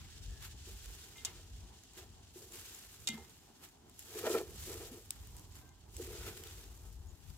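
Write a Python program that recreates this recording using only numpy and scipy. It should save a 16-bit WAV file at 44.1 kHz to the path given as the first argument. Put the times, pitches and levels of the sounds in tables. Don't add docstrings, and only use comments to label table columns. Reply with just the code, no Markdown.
import sys
import numpy as np
from scipy import signal
from scipy.fft import rfft, irfft, next_fast_len
from scipy.io import wavfile

SR = 44100
rng = np.random.default_rng(int(sys.argv[2]) if len(sys.argv) > 2 else 0)


def materialize(psi):
    bounded = np.clip(np.atleast_2d(psi).T, -1, 1)
    quanta = np.round(bounded * 32767).astype(np.int16)
    wavfile.write(sys.argv[1], SR, quanta)


N = 325017

# start_s, deep_db, upper_db, left_minus_right_db
WIND = [(0.0, -58, -45, 1.5), (.1, -60, -61.5, 0), (.3, -49.5, -52, 3), (.6, -61, -57, 1),
        (.9, -51.5, -57.5, -2.5), (1.07, -66, -64, -2), (1.4, -56, -57.5, -0.5), (1.62, -52, -57, 1),
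        (1.8, -75, -66, 1), (2.15, -59.5, -60, 2.5), (2.35, -70, -66, -1), (2.95, -70, -65.5, 0.5),
        (3.15, -72, -58.5, -4), (3.6, -76, -70, 0), (4.45, -72, -57, -1), (4.62, -56, -51.5, -1),
        (5.05, -70, -62.5, 0), (5.22, -54.5, -54, -0.5), (5.85, -69, -64.5, -3.5), (6.1, -55, -52, 0.5),
        (6.5, -58, -60, 1.5), (7.05, -53, -57, 5), (7.19, -70, -65, 11), (7.31, -48, -51.5, 11),
        (7.37, -57, -58, -2)]
# start_s, level_db
SIZZLE = [(0.0, -60.5), (1.1, -60), (1.6, -64.5), (3.5, -70.5), (5.8, -71), (7.37, -70.5)]
# pitch_hz, relative level_db (per Hz)
AIR_COLOUR = [(76, -18), (130, -3), (174, -1), (408, -3), (516, -13), (796, -5.5), (1230, -15),
              (2560, -24.5), (3000, -86), (3900, -38), (6600, -120)]
# pitch_hz, relative level_db (per Hz)
SIZZLE_COLOUR = [(880, -42), (1500, -6), (2260, -9), (2470, -5.5), (2890, -0.5), (3950, -2), (5720, -3),
                 (15500, -16.5)]
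# pitch_hz, relative level_db (per Hz)
LEAF_COLOUR = [(500, -12), (900, -1), (1800, 0.5), (5000, 1.5), (9000, 1), (14000, 4), (16000, -7)]
# pitch_hz, likeness (1 = the same, 0 = unrelated)
LIKENESS = [(60, 0.91), (130, 0.81), (290, 0.88), (640, -0.0068), (1410, 0.78), (3100, 0.21), (6820, 0.13),
            (15000, -0.14)]
# pitch_hz, width_hz, relative level_db
BOWL_MODES = [(255, 73, -6), (366.2, 81, 6.5), (382.6, 13.3, -6.5), (426.4, 74, 5), (524, 94, -15),
              (641, 90, -7), (764, 51, -12), (984, 58, -15), (1313, 190, -10), (1493, 330, -17.5),
              (1804, 58, -16.5), (2410, 84, -16)]
# start_s, level_db (before the soft rise), favoured_pitch_hz
THUMPS = [(0.672, -41.5, 370), (1.97, -42, 368), (2.358, -35.5, 336), (2.541, -43, 393),
          (3.088, -42.5, 246), (3.13, -39, 248), (3.172, -45, 330), (4.095, -43, 343), (4.156, -29, 443),
          (4.265, -24.5, 664), (4.301, -18, 450), (4.358, -20.5, 535), (4.39, -29, 396),
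          (4.479, -42.5, 428), (4.691, -31, 420), (4.826, -36, 480), (4.755, -38, 420), (4.914, -38, 247),
          (4.969, -37, 345), (5.999, -28.5, 348), (6.02, -41, 250), (6.074, -36, 400), (6.14, -39, 400),
          (6.19, -43, 400), (6.264, -42, 1400), (6.46, -51, 1510)]
# start_s, crack_db, rattle_t60_s, ring_drive_db, favoured_pitch_hz
KNOCKS = [(1.158, -65, 0.27, -61, 2100), (1.181, -66, 0.21, -57.5, 3080), (1.2491, -30, 0.027, -53, 4020),
          (1.2535, -39, 0.036, -51, 3700), (1.263, -56, 0.12, -54.5, 2980),
          (3.0729, -30.5, 0.032, -40, 3760), (3.0775, -42, 0.056, -47, 2340),
          (3.0867, -31, 0.023, -42.5, 2020), (3.09, -60, 0.065, -44.5, 202), (3.101, -52, 0.13, -47, 3200),
          (3.135, -73, 0.19, -48.5, 199), (3.175, -65, 0.24, -60, 850)]
# pitch_hz, relative level_db, t60_s
METAL_MODES = [(162, -0.5, 0.12), (224.7, 2, 0.13), (800, 2, 0.14), (910, 5, 0.1), (1350, -1, 0.084),
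               (1540, -14, 0.1), (2091, -4, .35), (2097, -8, .25), (2450, 0, 0.036), (2770, -4, 0.078),
               (2930, 0, 0.063), (3270, -1, 0.08), (3660, -3, 0.094), (3700, -1, 0.071), (4370, -6, 0.036),
               (6740, -4, 0.036)]
# pitch_hz, relative level_db (per Hz)
CRACK_COLOUR = [(700, -12), (2000, -14), (3800, 0.5), (7000, 2.5), (10000, -5.5), (16000, -15.5)]
# start_s, level_db, pitch_hz, left_minus_right_db
SNAPS = [(0.308, -54, 6760, -1), (0.8586, -47, 7250, -1), (2.5217, -47, 7400, -3), (2.5565, -44, 8840, 1),
         (2.747, -44, 7160, 0), (2.8695, -60, 7300, -13), (3.9926, -40.5, 11400, -1),
         (4.2956, -39, 7660, -2), (5.1063, -27.5, 8470, -1), (5.2718, -50, 12200, 0),
         (5.3664, -46.5, 8660, -1), (5.3951, -49, 11200, 0), (5.9666, -38, 7860, 2),
         (6.0255, -43, 7150, -1), (6.223, -50, 3260, -4), (6.272, -52, 6800, 0), (6.437, -41, 3070, 3),
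         (6.4722, -43.5, 3630, -4.5), (7.3013, -51, 4800, 3)]
# start_s, end_s, pitch_hz, width_hz, level_db
THIN_TONES = [(0.01, .25, 1670, 200, -77), (.28, 0.527, 1710, 160, -70), (6.13, 6.356, 1460, 120, -66),
              (5.186, 5.802, 987, 120, -76), (5.583, 5.793, 1570, 15, -76.5), (5.667, 5.74, 2090, 30, -80),
              (7.073, 7.12, 6900, 400, -73)]
# peak_s, rise_s, fall_s, level_db, lows_boost_db (rise and fall cover 20 dB)
RUSTLES = [(0.0, .05, 0.45, -67, 12), (.45, 0.055, 0.077, -51.5, 7), (.69, 0.033, 1, -59.5, 0.5),
           (1.05, 0.64, .5, -60.5, 3.5), (1.28, 0.15, 0.15, -59, 13), (1.98, 0.045, 0.12, -55.5, 6),
           (2.37, 0.062, 0.34, -56.5, -9), (2.55, 0.098, 1, -52.5, 2), (2.72, 0.22, 0.11, -58, 1),
           (3.0, 0.034, 0.046, -69, -9), (3.12, 0.039, 0.24, -61, 16), (3.64, 0.077, 0.099, -57.5, 5),
           (3.995, 0.044, 0.14, -57, -21), (4.2, 0.21, 0.09, -47.5, 2), (4.27, 0.08, 0.044, -45.5, 10.5),
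           (4.32, 0.086, .15, -43, -3), (4.385, 0.12, 0.028, -47.5, 14.5), (4.67, 0.26, 0.49, -49, -0.5),
           (4.86, 0.078, 0.075, -57.5, 1), (5.12, 0.038, 0.72, -62.5, 3), (5.38, 0.16, 0.13, -62, -14),
           (5.56, .06, 0.17, -58.5, 3), (5.97, 0.074, 0.17, -56.5, -13), (6.02, 0.048, 0.33, -55, 2),
           (6.17, 0.26, 0.17, -54.5, 4), (6.275, 0.16, 0.11, -50, 6.5), (6.36, .1, 0.36, -54.5, 2.5),
           (6.47, 0.11, 0.2, -58, 9), (6.56, 0.16, 0.37, -58, 2.5), (6.8, 0.34, 0.55, -65.5, -7),
           (7.3, 0.43, 0.42, -65, 3)]
# peak_s, rise_s, fall_s, drive_db, upper_modes_boost_db (20 dB rise and fall)
RUBS = [(.3, 0.19, 0.47, -68.5, 5.5), (.69, 0.073, 0.099, -62, 5.5), (.88, 0.17, 0.7, -66.5, 1),
        (1.29, 0.15, 0.25, -62.5, 11), (1.98, .03, 0.17, -59, 6), (2.42, 0.071, 0.18, -61.5, 2),
        (2.55, 0.12, .4, -62, -3), (3.18, 0.25, 0.12, -56.5, 4), (4.2, 0.061, .15, -43, -8),
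        (4.27, 0.13, 0.16, -37, 8.5), (4.35, 0.11, 0.059, -35.5, 6.5), (4.41, 0.17, 0.054, -41, -0.5),
        (4.5, 0.11, 0.21, -57.5, 2), (4.7, .08, .15, -45, 1.5), (4.82, 0.088, 0.13, -52, 5),
        (4.93, 0.057, .12, -50.5, -1), (5.3, 0.26, 0.26, -71, 9.5), (6.0, 0.062, .1, -50, -5),
        (6.1, 0.076, 0.62, -52, 0.5), (6.29, 0.3, 0.052, -55.5, 7), (6.4, .06, 0.17, -65.5, 11),
        (6.85, 0.27, 0.24, -72, 16)]

LAG_SAMPLES = -4
PORT_HZ, PORT_WIDTH_HZ, PORT_DB = 7270, 1600, -2
STOP_HZ = 16400
AIR_DB = -66.5
WIND_LUMP_DB, WIND_LUMP_RATE_HZ = 1.5, 9.9
SNAP_T60_S = 0.013
FAINT_SNAP_DB, FAINT_SNAP_SPREAD_DB, FAINT_SNAP_HZ = -55.5, 3.5, 7600
FIRST_TOUCH = 1.27
FAVOUR_WIDTH = 0.64
THUMP_T60_S, THUMP_SPREAD_OCT, THUMP_RISE_S = .075, 0.31, 0.0053
STIRRED_DB = -4.5


def from_db(db):
    return 10 ** (np.asarray(db) / 20)


def rms_one(x):
    return x / np.sqrt(np.mean(x ** 2) + 1e-20)


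def in_time(rows):
    s, *columns = np.transpose(rows)
    return [np.interp(np.arange(N) / SR, s, column) for column in columns]


def at_hz(points, hz):
    table_hz, value = np.transpose(points)
    return np.interp(np.log(hz), np.log(table_hz), value)


def swells(rows):
    t = np.arange(0, N + 64, 64) / SR
    power, extra = 1e-12, 0
    for peak_s, rise_s, fall_s, db, more in rows:
        steps_down = np.maximum((peak_s - t) / rise_s, (t - peak_s) / fall_s)
        row_power = from_db(2 * db - 40 * steps_down)
        power = power + row_power
        extra = extra + row_power * more
    curves = (10 * np.log10(power), extra / power)
    return [np.interp(np.arange(N) / SR, t, curve) for curve in curves]


def drift(rate_hz):
    r = np.exp(-80 * np.pi * rate_hz / SR)
    noise = rng.standard_normal(N // 40 + 2002)
    slow = signal.lfilter([1], [1, -2 * r, r * r], noise)[2000:]
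    return np.interp(np.arange(N) / 40, np.arange(len(slow)), rms_one(slow))


def resonance(x, hz, width_hz):
    r = np.exp(-np.pi * width_hz / SR)
    top = np.array([1, 0, -1]) * (1 - r * r) / 2
    return signal.lfilter(top, [1, -2 * r * np.cos(2 * np.pi * hz / SR), r * r], x + 1e-18)


def ring(clicks, hz, t60_s):
    r, w = 1000 ** (-1 / (t60_s * SR)), 2 * np.pi * hz / SR
    return signal.lfilter([0, np.sin(w)], [1, -2 * r * np.cos(w), r * r], clicks + 1e-18)


def coloured(pair, spectrum):
    size = next_fast_len(N)
    hz = np.maximum(np.arange(size // 2 + 1) * SR / size, 1)
    alike = np.clip(at_hz(LIKENESS, hz), -1, 1)
    mid, side = rfft(pair, size)
    both = np.sqrt(1 + alike) * mid + np.sqrt(1 - alike) * side * [[1], [-1]]
    left, right = irfft(both * from_db(at_hz(spectrum, hz)), size)[:, :N]
    return rms_one(np.array([np.roll(left, LAG_SAMPLES), right]))


def grains(spread_db, clump_db, clump_rate_hz):
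    jumps = np.minimum(rng.exponential(1, N // 44 + 1), 6)
    jumps = np.repeat(jumps, 44)[:N]
    size = from_db(spread_db * jumps + clump_db * drift(clump_rate_hz))
    return size * rng.standard_normal((2, N))


def open_air():
    noise = from_db(2.1 * drift(9)) * rng.standard_normal((2, N))
    return from_db(AIR_DB) * coloured(noise, AIR_COLOUR)


def wind():
    deep_db, upper_db, pan_db = in_time(WIND)
    noise = coloured(rng.standard_normal((2, N)), [(10, -27), (30, 3), (45, 15.0), (20000, 4.0)])
    deep = rms_one(resonance(resonance(noise, 47.3, 30), 49.0, 33.4))
    moved = np.roll(noise, SR, axis=1)
    upper = rms_one(resonance(resonance(moved, 80.5, 39.5), 60, 98))
    lumps = from_db(WIND_LUMP_DB * drift(WIND_LUMP_RATE_HZ))
    pan = from_db(pan_db * [[.5], [-.5]])
    return pan * lumps * (from_db(deep_db) * deep + from_db(upper_db) * upper)


def thin_tones():
    t, out = np.arange(N) / SR, 0
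    for start_s, end_s, hz, width_hz, db in THIN_TONES:
        swell = np.sin(np.pi * np.clip((t - start_s) / (end_s - start_s), 0, 1)) ** 0.35
        noise = rng.standard_normal(N) + .6 * rng.standard_normal((2, N))
        tone = rms_one(resonance(resonance(noise, hz, width_hz), hz, width_hz))
        out = out + from_db(db) * swell * tone
    return out


def faint_snaps():
    when = rng.uniform(0, N / SR, size=20)
    odds = rng.standard_normal((20, 3))
    db = FAINT_SNAP_DB + FAINT_SNAP_SPREAD_DB * odds[:, 0]
    hz = FAINT_SNAP_HZ * 2 ** (0.14 * odds[:, 1])
    return np.transpose([when, db, hz, 2 * odds[:, 2]])


def snaps():
    out, t = np.zeros((2, N)), np.arange(2000) / SR
    bright = signal.butter(2, 2000, "high", fs=SR, output="sos")
    fade, rise = 1000 ** (-t / SNAP_T60_S), np.minimum(t / 0.0003, 1) ** 2
    for s, db, hz, pan_db in [*faint_snaps(), *SNAPS]:
        noise = rng.standard_normal((2, len(t)))
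        tone = np.sin(2 * np.pi * hz * t + 0.41 * noise[:, :1])
        puff = (fade + 0.25) * signal.sosfilt(bright, noise)
        snap = rise * fade * (0.75 * tone + 1.13 * puff)
        gain = from_db(db + pan_db * np.array([[.5], [-.5]]))
        i = round(s * SR)
        out[:, i:i + len(t)] += (gain * snap)[:, :N - i]
    return out


def knocks():
    crack = coloured(rng.standard_normal((2, N)), CRACK_COLOUR)
    out, drive = np.zeros((2, N)), np.zeros((2, N))
    t = np.arange(SR // 2) / SR
    dull = signal.butter(1, 2500, fs=SR, output="sos")
    for s, crack_db, t60_s, ring_db, favoured_hz in KNOCKS:
        i, fade = round(s * SR), 1000 ** (-t / t60_s)
        span = slice(i, i + len(t))
        out[:, span] += from_db(crack_db) * fade * crack[:, span]
        noise = rng.standard_normal((3, len(t)))
        low = signal.sosfilt(dull, noise)
        rattle = low[0] + noise[1:] - low[1:]
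        contact = fade * rattle / np.sqrt(np.sum(fade ** 2)) + FIRST_TOUCH * (t == 0)
        width_hz = FAVOUR_WIDTH * favoured_hz
        favoured = resonance(resonance(contact, favoured_hz, width_hz), favoured_hz, width_hz)
        drive[:, span] += from_db(ring_db) * favoured
    return out + sum(from_db(db) * ring(drive, hz, t60_s) for hz, db, t60_s in METAL_MODES)


def thumps():
    out, t = np.zeros(N), np.arange(SR // 4) / SR
    hz, _, mode_db = np.transpose(BOWL_MODES)
    modes = np.sin(2 * np.pi * hz[:, None] * t)
    shape = 1000 ** (-t / THUMP_T60_S) * (1 - np.exp(-t / THUMP_RISE_S))
    for s, db, favoured_hz in THUMPS:
        octaves_off = np.log2(hz / favoured_hz)
        share = from_db(mode_db - 10 * (octaves_off / THUMP_SPREAD_OCT) ** 2)
        i = round(s * SR)
        out[i:i + len(t)] += from_db(db) * shape * (share / share.sum() @ modes)
    return np.array([np.roll(out, LAG_SAMPLES), out])


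def sizzle():
    crackle = coloured(grains(1.08, 2.0, 17), SIZZLE_COLOUR)
    steady = from_db(in_time(SIZZLE)[0])
    stirred = from_db(swells(RUSTLES)[0] + STIRRED_DB)
    return np.hypot(steady, stirred) * crackle


def glove_rubs():
    glove_db, grip_db = swells(RUBS)
    noise = rng.standard_normal(N) + 0.052 * rng.standard_normal((2, N))
    rub = from_db(glove_db + 2.78 * drift(70)) * noise
    firm = from_db(grip_db) * rub
    hum = np.zeros((2, N))
    for hz, width_hz, db in BOWL_MODES:
        push = firm if hz > 600 else rub
        mode = resonance(resonance(push, hz, width_hz), hz, 1.3 * width_hz)
        hum += from_db(db + 34) / np.sqrt(width_hz) * mode
    return np.array([np.roll(hum[0], LAG_SAMPLES), hum[1]])


def cabbage_rustles():
    leaf_db, lower_db = swells(RUSTLES)
    leaves = coloured(grains(1.67, 1.95, 38), LEAF_COLOUR)
    dull = signal.sosfilt(signal.butter(2, 4500, fs=SR, output="sos"), leaves)
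    return from_db(leaf_db) * (from_db(lower_db) * dull + leaves - dull)


def scene():
    background = open_air() + wind() + thin_tones()
    hits = snaps() + knocks() + thumps()
    return background + hits + sizzle() + glove_rubs() + cabbage_rustles()


def record(dry):
    wet = dry + from_db(PORT_DB) * resonance(dry, PORT_HZ, PORT_WIDTH_HZ)
    return signal.sosfilt(signal.cheby2(16, 60, STOP_HZ, fs=SR, output="sos"), wet)


dry = scene()
out = record(dry)
materialize(out)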